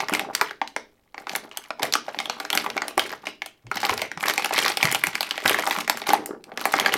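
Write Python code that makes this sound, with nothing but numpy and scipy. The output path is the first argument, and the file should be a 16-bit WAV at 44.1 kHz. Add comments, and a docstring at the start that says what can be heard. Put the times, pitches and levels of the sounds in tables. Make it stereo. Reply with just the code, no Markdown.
"""Hands work a stiff clear plastic cover off a toy tea set lying on its card on a cloth-covered table.
Snaps and rubs come at once, thin out after 0.2 s, pause from about 0.8 s to 1.1 s, return sparsely and
thicken from 1.8 s, with a hard knock near 3 s, then ease. From 3.7 s to 6.1 s they crowd, with a second
hard knock at 4.8 s; after a lull a last group follows. Creases burst and ring as filtered noise and
dispersed pulses, slips make crinkle and rubbing, knocks are swelling sines with noise; a small room's
noise tail answers, and a close microphone pair listens."""
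import sys
import numpy as np
from scipy import signal
from scipy.fft import rfft, irfft, next_fast_len
from scipy.io import wavfile
from scipy.ndimage import uniform_filter1d

SR = 44100
rng = np.random.default_rng(int(sys.argv[2]) if len(sys.argv) > 2 else 0)


def unload_wav(signal):
    """Save mono or channel-first audio to the path in sys.argv[1] as 16-bit WAV at rate SR, clipped to [-1, 1]."""
    wavfile.write(
        sys.argv[1],
        SR,
        np.round(np.clip(np.atleast_2d(signal).T, -1, 1) * 32767).astype(np.int16),
    )


N = 307377
SNAP_SIZE = 2048  # samples per burst
MID_SIDE_SIGNS = np.array([[1], [-1]])


def from_db(db):
    """Decibels to gain."""
    return 10 ** (np.asarray(db) / 20)


def rms_one(x):
    """Scale to unit rms."""
    return x / np.sqrt(np.mean(x ** 2) + 1e-20)


def at_hz(points, hz):
    """Interpolate a curve on a log-frequency axis."""
    knots_hz, values = np.transpose(points)
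    return np.interp(np.log(np.maximum(hz, 1)), np.log(knots_hz), values)


def band(x, low_hz, high_hz, order=2):
    """Causal Butterworth band-pass."""
    edges_hz = [low_hz, min(high_hz, SR / 2 - 1000)]
    return signal.sosfilt(signal.butter(order, edges_hz, "band", fs=SR, output="sos"), x)


def coloured(x, spectrum):
    """Zero-phase filter with a gain curve in dB."""
    size = next_fast_len(x.shape[-1])
    gain = from_db(at_hz(spectrum, np.fft.rfftfreq(size, 1 / SR)))
    return irfft(rfft(x, size) * gain, size)[..., :x.shape[-1]]


def resonance(x, hz, width_hz):
    """Two-pole resonance with gain 1 on top."""
    r = np.exp(-np.pi * width_hz / SR)
    zeros = np.array([1, 0, -1]) * (1 - r * r) / 2
    poles = [1, -2 * r * np.cos(2 * np.pi * hz / SR), r * r]
    return signal.lfilter(zeros, poles, x + 1e-18)


def add(out, start_s, sound):
    """Mix a sound in at a time."""
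    start = int(np.clip(round(start_s * SR), 0, N - 1))
    out[..., start:start + sound.shape[-1]] += sound[..., :N - start]


def air(level_db=-67.5):
    """Steady background noise, mostly common to both microphones and strongest in the bass."""
    # Each row: frequency in Hz, gain in dB.
    air_spectrum = [(20, 1), (400, -8), (3000, -31.5), (16000, -26.5)]
    noise = rng.standard_normal(N) + 0.24 * rng.standard_normal((2, N))
    return from_db(level_db) * rms_one(coloured(noise, air_spectrum))


def room(x, first_echo_s=0.0015, bass_alike=0.66, alike_below_hz=1400):
    """A diffuse tail dies band by band; its bass is more alike at both microphones."""
    # Decay of the room. Each row: frequency in Hz, t60 in s.
    t60_points = [(150, 0.67), (700, 0.18), (4000, 0.3), (15000, 0.096)]
    # Colour of the tail. Each row: frequency in Hz, gain in dB.
    colour_points = [(100, 9), (330, 6.7), (1100, 3.9), (2200, 1), (15000, 0.5)]
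    t, response = np.arange(SR // 2) / SR, 0
    edges_hz = np.geomspace(60, 17000, 13)
    for low_hz, high_hz in zip(edges_hz, edges_hz[1:]):
        hz = np.sqrt(low_hz * high_hz)
        mid, side = band(rng.standard_normal((2, len(t))), low_hz, high_hz)
        alike = np.clip(bass_alike, 0, 1) / (1 + (hz / alike_below_hz) ** 2)
        onset = np.clip(t / first_echo_s - 1, 0, 1)
        fade = from_db(-60 * t / at_hz(t60_points, hz)) * onset
        common = np.sqrt(1 + alike) * rms_one(mid * fade)
        opposed = np.sqrt(1 - alike) * rms_one(side * fade) * MID_SIDE_SIGNS
        gain = from_db(at_hz(colour_points, hz)) * np.sqrt(high_hz - low_hz)
        response = response + (common + opposed) * gain
    return signal.fftconvolve(x, rms_one(response) / np.sqrt(len(t)), axes=1)[:, :N]


def bumps(width=0.31, thud_db=-11):
    """The card lands on cloth: a soft thump, sine plus band noise, swells and dies quickly."""
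    # Knocks on the table. Each row: start in s, level at the top of the swell in dB, pitch in Hz,
    # swell time in s.
    bump_rows = [(1.825, -39, 138, 0.0087), (2.973, -17.5, 362, 0.0057), (3.636, -40.5, 116.4, 0.038),
                 (3.905, -37.5, 95, 0.0098), (4.169, -35, 165, 0.0076), (4.843, -18, 151, 0.0059),
                 (5.07, -33, 169, 0.0085), (5.449, -35, 101, 0.012), (6.307, -23, 400, 0.0023)]
    out, t = np.zeros(N), np.arange(SR // 4) / SR
    for start_s, level_db, hz, swell_s in bump_rows:
        thud = rms_one(band(rng.standard_normal(len(t)), hz * width, hz * 2.9))
        swing = np.sin(2 * np.pi * hz * t) + from_db(thud_db) * thud
        age = t / swell_s
        add(out, start_s, from_db(level_db) * swing * (age * np.exp(1 - age)) ** 2)
    return out


def handling():
    """Rub and crinkle levels in dB: each move builds up, holds and lets go; the strongest leads."""
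    # A hand presses, slides or pulls. Each row: start in s, length in s, relative rubbing level in dB,
    # relative fine crinkle level in dB.
    moves = [(0, 0.0047, -25.5, -37), (0.124, 0.061, -31.5, -39), (0.196, 0.15, -36.5, -69),
             (0.342, 0.15, -51.5, -44.5), (1.183, 0.038, -47, -55.5), (1.296, 0.079, -40.5, -46.5),
             (1.446, 0.0064, -39.5, -52), (1.532, .13, -54.5, -53.5), (1.828, 0.02, -28.5, -35.5),
             (2.058, .4, -44.5, -53), (2.525, .12, -36, -39), (2.637, 0.27, -40, -53),
             (2.985, 0.15, -43.5, -42), (3.255, 0.019, -40, -43), (3.76, 0.044, -40, -35.5),
             (3.836, 0.1, -33.5, -34), (3.937, .11, -40.5, -44.5), (4.23, 0.082, -32.5, -31),
             (4.363, .13, -42.5, -42), (4.53, .17, -33.5, -29), (4.817, 0.15, -37.5, -33.5),
             (5.02, 0.55, -47, -43), (5.455, 0.059, -27, -28), (5.55, 0.26, -36, -35),
             (5.908, 0.13, -43.5, -45.5), (6.064, 0.077, -32.5, -34.5), (6.156, .08, -37, -58),
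             (6.295, 0.04, -36, -68), (6.473, .1, -46, -66), (6.595, 0.094, -36.5, -42),
             (6.725, .23, -31, -34.5)]
    rise_db_per_s, fall_db_per_s = 601, 351  # the grip builds fast and lets go more slowly
    rub_db, crinkle_db = -74, -76.5  # hands lying still on the pack
    time_s = np.arange(N) / SR
    for start_s, length_s, move_rub_db, move_crinkle_db in moves:
        before_s = np.maximum(start_s - time_s, 0)
        after_s = np.maximum(time_s - start_s - length_s, 0)
        grip_db = -rise_db_per_s * before_s - fall_db_per_s * after_s
        rub_db = np.maximum(rub_db, move_rub_db + grip_db)
        crinkle_db = np.maximum(crinkle_db, move_crinkle_db + grip_db)
    return rub_db, crinkle_db


def burst(length_s, after_s, after_db, apart, rise_s=0.0005165, travel_s=0.000928, direct_db=-4):
    """A kink sends one bending wave across the sheet, treble first; scattered reflections ring on."""
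    t, hz = np.arange(SNAP_SIZE) / SR, np.fft.rfftfreq(SNAP_SIZE, 1 / SR)
    decay = np.exp(-(t / length_s) ** 2) + from_db(after_db) * np.exp(-t / after_s)
    shape = decay * (1 - np.exp(-t / rise_s))
    # bending-wave speed grows with the root of frequency; travel_s holds at 1 kHz
    turns = 2 * travel_s * np.sqrt(1000 * hz) + rise_s * hz + rng.random()
    direct = irfft(np.exp(-2j * np.pi * turns)) * (t < t[-1] / 2)
    mid, side = rng.standard_normal((2, SNAP_SIZE))
    scattered = shape / np.linalg.norm(shape) * (mid + apart * side * MID_SIDE_SIGNS)
    return from_db(direct_db) * direct + scattered


def placed(pair, chance, left_lead_s=.00008, lead_spread_s=.00009):
    """Each crease lies in its own direction, so it can reach one microphone first."""
    lead = (left_lead_s + lead_spread_s * chance) * SR
    delays = [int(round(max(lag, 0))) for lag in (-lead, lead)]
    return np.array([np.pad(side, (delay, 0))[:SNAP_SIZE] for side, delay in zip(pair, delays)])


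def grains(spectrum, per_s, spread_db, length_s, apart, even_s, low_hz, high_hz,
           ring_db=14, ring_q=2.3, count=60):
    """Tiny uneven slips come at random from many facets, each with its own pitch; level about 1."""
    born = np.flatnonzero(rng.random(N) < per_s / SR)
    sizes = from_db(spread_db * np.minimum(rng.exponential(1, N), 3)) * rng.choice([-1, 1], N)
    place, out, facets = rng.integers(0, count, N), np.zeros((2, N)), []
    for hz in np.geomspace(low_hz, high_hz, count):
        wave = burst(length_s, after_s=.004, after_db=-9, apart=apart)
        ringing = wave + from_db(ring_db) * resonance(wave, hz, hz / ring_q)
        facets.append(placed(ringing, rng.standard_normal()))
    for i in born:
        add(out, i / SR, sizes[i] * facets[place[i]])
    out = coloured(out, spectrum)
    # even out the level over a sliding window
    power = uniform_filter1d(np.mean(out ** 2, axis=0), int(even_s * SR))
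    return out / np.sqrt(np.maximum(power, 0) + power.mean() / 100)


def rubbing(level_db, trim_db=-6.5):
    """The card rubs on the table: dense low-pitched slips follow the hands."""
    # Each row: frequency in Hz, gain in dB.
    rub_spectrum = [(35, -30), (110, -7), (180, -1), (350, -4), (490, -1), (750, -4), (1200, -5.5),
                    (1800, -11), (4000, -49)]
    slips = grains(rub_spectrum, per_s=260, spread_db=6.0, length_s=0.003, apart=0.22, even_s=0.1,
                   low_hz=204, high_hz=1580)
    return from_db(level_db + trim_db) * slips


def crinkling(level_db, trim_db=3.5):
    """Fine creases in the plastic: bright, wide slips follow the hands."""
    # Each row: frequency in Hz, gain in dB.
    crinkle_spectrum = [(500, -24), (1000, -3.5), (1600, -3.5), (2400, -6), (5000, -12), (9000, -22),
                        (12500, -18), (16000, -28)]
    slips = grains(crinkle_spectrum, per_s=260, spread_db=3.5, length_s=0.004, apart=0.79, even_s=0.055,
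                   low_hz=900, high_hz=15000)
    return from_db(level_db + trim_db) * slips


def snaps(ring_db=4, ring_q=4, apart=0.38, card_db=-14, card_low_hz=240, card_high_hz=450):
    """Buckling creases burst in three registers; facet pitch rings and splits energy body to crack."""
    # Buckling creases. Each row: start in s, relative level in dB, fizz in dB re that level,
    # ring of the buckled facet in Hz.
    snap_rows = [(0.003, -21, -31, 2400), (0.084, -21, -23, 2200), (0.095, -27, -8, 1190),
                 (0.127, -28.5, -10.5, 1440), (0.136, -17, -8.5, 3000), (0.149, -21, -4.5, 2080),
                 (0.194, -20.5, -11.5, 2540), (0.246, -39.5, -13, 800), (0.35, -20, -3, 4400),
                 (0.412, -13.5, -9.5, 1090), (0.509, -31.5, -23, 1610), (0.615, -22, -32, 910),
                 (0.675, -33.5, -10, 4070), (0.763, -21.5, -19.5, 1420), (1.144, -38, -39, 1140),
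                 (1.179, -34.5, -38, 1460), (1.269, -28.5, -29, 1340), (1.294, -29, -8, 3150),
                 (1.352, -21.5, -14, 3400), (1.36, -31.5, 5, 1120), (1.513, -35.5, -45, 2740),
                 (1.572, -28.5, 0, 2900), (1.705, -26.5, -25.5, 1260), (1.795, -32.0, -23, 980),
                 (1.83, -18, -6, 1740), (1.842, -28, -27, 720), (1.924, -22.5, -6.5, 3760),
                 (1.937, -14, -13, 5760), (1.953, -16.5, -11, 1320), (2.081, -30, -40, 565),
                 (2.089, -34, -37, 1600), (2.145, -34, -36, 1000), (2.188, -23, -12.5, 3400),
                 (2.201, -22.5, -15.5, 2170), (2.256, -25, -18, 3350), (2.297, -18.5, -23, 2780),
                 (2.4, -23.0, -13, 1510), (2.45, -27.0, -18, 1800), (2.502, -22, -7, 2830),
                 (2.529, -16.5, -12, 3250), (2.551, -24, 1, 1460), (2.574, -16, -7.5, 2780),
                 (2.662, -25, -17, 1050), (2.701, -29, -16, 2440), (2.766, -24, -18, 1190),
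                 (2.777, -23, -25, 2100), (2.819, -21.0, -26, 1550), (2.881, -25, -4, 2610),
                 (2.977, -16.5, -8.5, 1050), (2.994, -13.5, -12, 2920), (3.126, -30.5, -28, 1690),
                 (3.269, -21.5, -29, 2540), (3.419, -27.5, -17, 1980), (3.46, -31, -5, 2760),
                 (3.667, -43, -38, 2610), (3.714, -22, -19, 1400), (3.77, -22, -19.5, 2530),
                 (3.83, -25, -25, 900), (3.85, -17.5, -15, 2300), (3.894, -19, -23, 1100),
                 (3.977, -24.5, -8.5, 2530), (3.993, -32, -18, 1980), (4.017, -17.5, -14, 2240),
                 (4.115, -27.5, -18, 1800), (4.174, -28.5, -27, 1840), (4.207, -31.5, -4.5, 2320),
                 (4.282, -18.0, -5, 3640), (4.297, -17.5, -8, 1500), (4.337, -29, 0, 3900),
                 (4.378, -14.5, -14, 2540), (4.395, -27, -9, 1070), (4.422, -25.5, -32, 2110),
                 (4.445, -16.5, -10, 2850), (4.458, -23, -7, 1600), (4.508, -24, -39, 900),
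                 (4.579, -19, -13, 2130), (4.588, -16.5, -13, 3380), (4.661, -17.5, -17.5, 2400),
                 (4.68, -20.5, -5, 5670), (4.699, -24.5, -5, 1510), (4.771, -16.5, -10, 2770),
                 (4.806, -41, -4, 2380), (4.828, -14.5, -4, 2340), (4.853, -20, -7.5, 1900),
                 (4.914, -22, -3.5, 3000), (4.924, -29.5, 7, 1910), (4.947, -17, -4, 2920),
                 (5.037, -15.5, -7.5, 2230), (5.069, -21.5, -2.5, 2480), (5.153, -22.5, -13, 2100),
                 (5.207, -17, -7.5, 3760), (5.229, -23, -8, 2820), (5.309, -20, -15, 3190),
                 (5.378, -24, -23, 2540), (5.458, -16.0, -12, 1540), (5.478, -14, -6.5, 3400),
                 (5.495, -13, -7, 3100), (5.544, -18.5, -12.5, 1760), (5.587, -19.5, -16, 1720),
                 (5.594, -25, -6, 1110), (5.673, -20.5, -8.5, 1420), (5.709, -17.5, -12.5, 1670),
                 (5.786, -26.5, -8, 1120), (5.877, -22, -13, 2020), (5.897, -15, -5.5, 1900),
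                 (5.972, -31.5, 2.5, 1510), (6.017, -27, -31, 1740), (6.091, -17.5, -10, 2500),
                 (6.103, -18.5, -25, 1180), (6.133, -14, -8.5, 784), (6.152, -25, -29, 845),
                 (6.259, -36, 8.5, 2740), (6.44, -44, -5, 4430), (6.518, -38, -30, 716),
                 (6.574, -26, -13, 1740), (6.612, -28.5, -4.5, 1190), (6.654, -17.5, -3.5, 1180),
                 (6.738, -13, -20, 1400), (6.787, -21, -26, 1150), (6.798, -19, -3.5, 3270),
                 (6.86, -13, -16.5, 1630), (6.939, -18.5, -5, 1830)]
    # Body, crack and fizz. Each row: low edge in Hz, high edge in Hz, burst length in s,
    # after-ring decay in s, after-ring level in dB.
    registers = [(418.6, 2240, 0.00055, 0.0042, -1), (1162, 5530, 0.0018, 0.0033, -3),
                 (5310, 13940, 0.0022, 0.009, -19.5)]
    hollow_below_hz, hollow_steepness = 1523, 3.36  # wide facets sound hollow, small ones crack
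    blister_hz, blister_width_hz, blister_db = 756, 360, -5.5  # the dome that the snap sits in
    out = np.zeros((2, N))
    level_span = .005 * SR  # rms taken as if all energy fell within 5 ms
    for start_s, level_db, fizz_db, hz in snap_rows:
        snap, direction = 0, rng.standard_normal()
        hollow = 1 / (1 + (hz / hollow_below_hz) ** hollow_steepness)
        gains = np.sqrt(hollow), np.sqrt(1 - hollow), from_db(fizz_db)
        for k, (gain, register) in enumerate(zip(gains, registers)):
            low_hz, high_hz, length_s, after_s, after_db = register
            wave = burst(length_s, after_s, after_db, apart)
            wave = wave + from_db(ring_db) * resonance(wave, hz, hz / ring_q)
            part = band(wave, low_hz, high_hz, order=3)
            if k == 0:  # the body rings in its blister and shakes the card underneath
                part = part + from_db(blister_db) * resonance(part, blister_hz, blister_width_hz)
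                card = rms_one(band(wave, card_low_hz, card_high_hz))
                part = rms_one(part) + from_db(card_db) * card
            snap = snap + gain * rms_one(part) * np.sqrt(level_span / SNAP_SIZE)
        add(out, start_s, from_db(level_db) * placed(snap, direction))
    return out


def shell(x):
    """The moulded blisters lend their resonances to everything that shakes them."""
    # Each row: frequency in Hz, width in Hz, level in dB (gain less 1 is added to the direct sound).
    shell_modes = [(305, 76, 3.5), (408, 84, 6), (681, 120, 5), (819, 130, 6), (2148, 350, 3.5)]
    return x + sum((from_db(db) - 1) * resonance(x, hz, width_hz) for hz, width_hz, db in shell_modes)


def scene(bump_wet_db=-5, room_db=-10, cover_db=2.5):
    """Snaps, crinkle, rubbing and bumps in a quiet room."""
    rub_db, crinkle_db = handling()
    rub = rubbing(rub_db)
    crinkle = crinkling(crinkle_db)
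    cover = from_db(cover_db) * shell(snaps() + rub + crinkle)
    knocks = bumps()
    tail = from_db(room_db) * room(cover + from_db(bump_wet_db) * knocks)
    return cover + knocks + tail + air()


def record(dry):
    """Each microphone adds its colour, peaks are rounded by tanh and the top is cut."""
    # Colour of the pair. Each row: frequency in Hz, left minus right in dB.
    mic_balance = [(60, 0.5), (110, 2), (200, -1.0), (380, -2.5), (700, 3.5), (1290, -0.5), (2380, -2.0),
                   (4400, 2), (8120, -0.5), (15000, 1)]
    ceiling, cutoff_hz = .95, 16400
    heard = []
    for x, share in zip(dry, (.5, -.5)):
        heard.append(coloured(x, [(hz, share * db) for hz, db in mic_balance]))
    rounded = ceiling * np.tanh(np.array(heard) / ceiling)
    return signal.sosfilt(signal.ellip(10, .2, 80, cutoff_hz, fs=SR, output="sos"), rounded)


dry = scene()
out = record(dry)
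unload_wav(out)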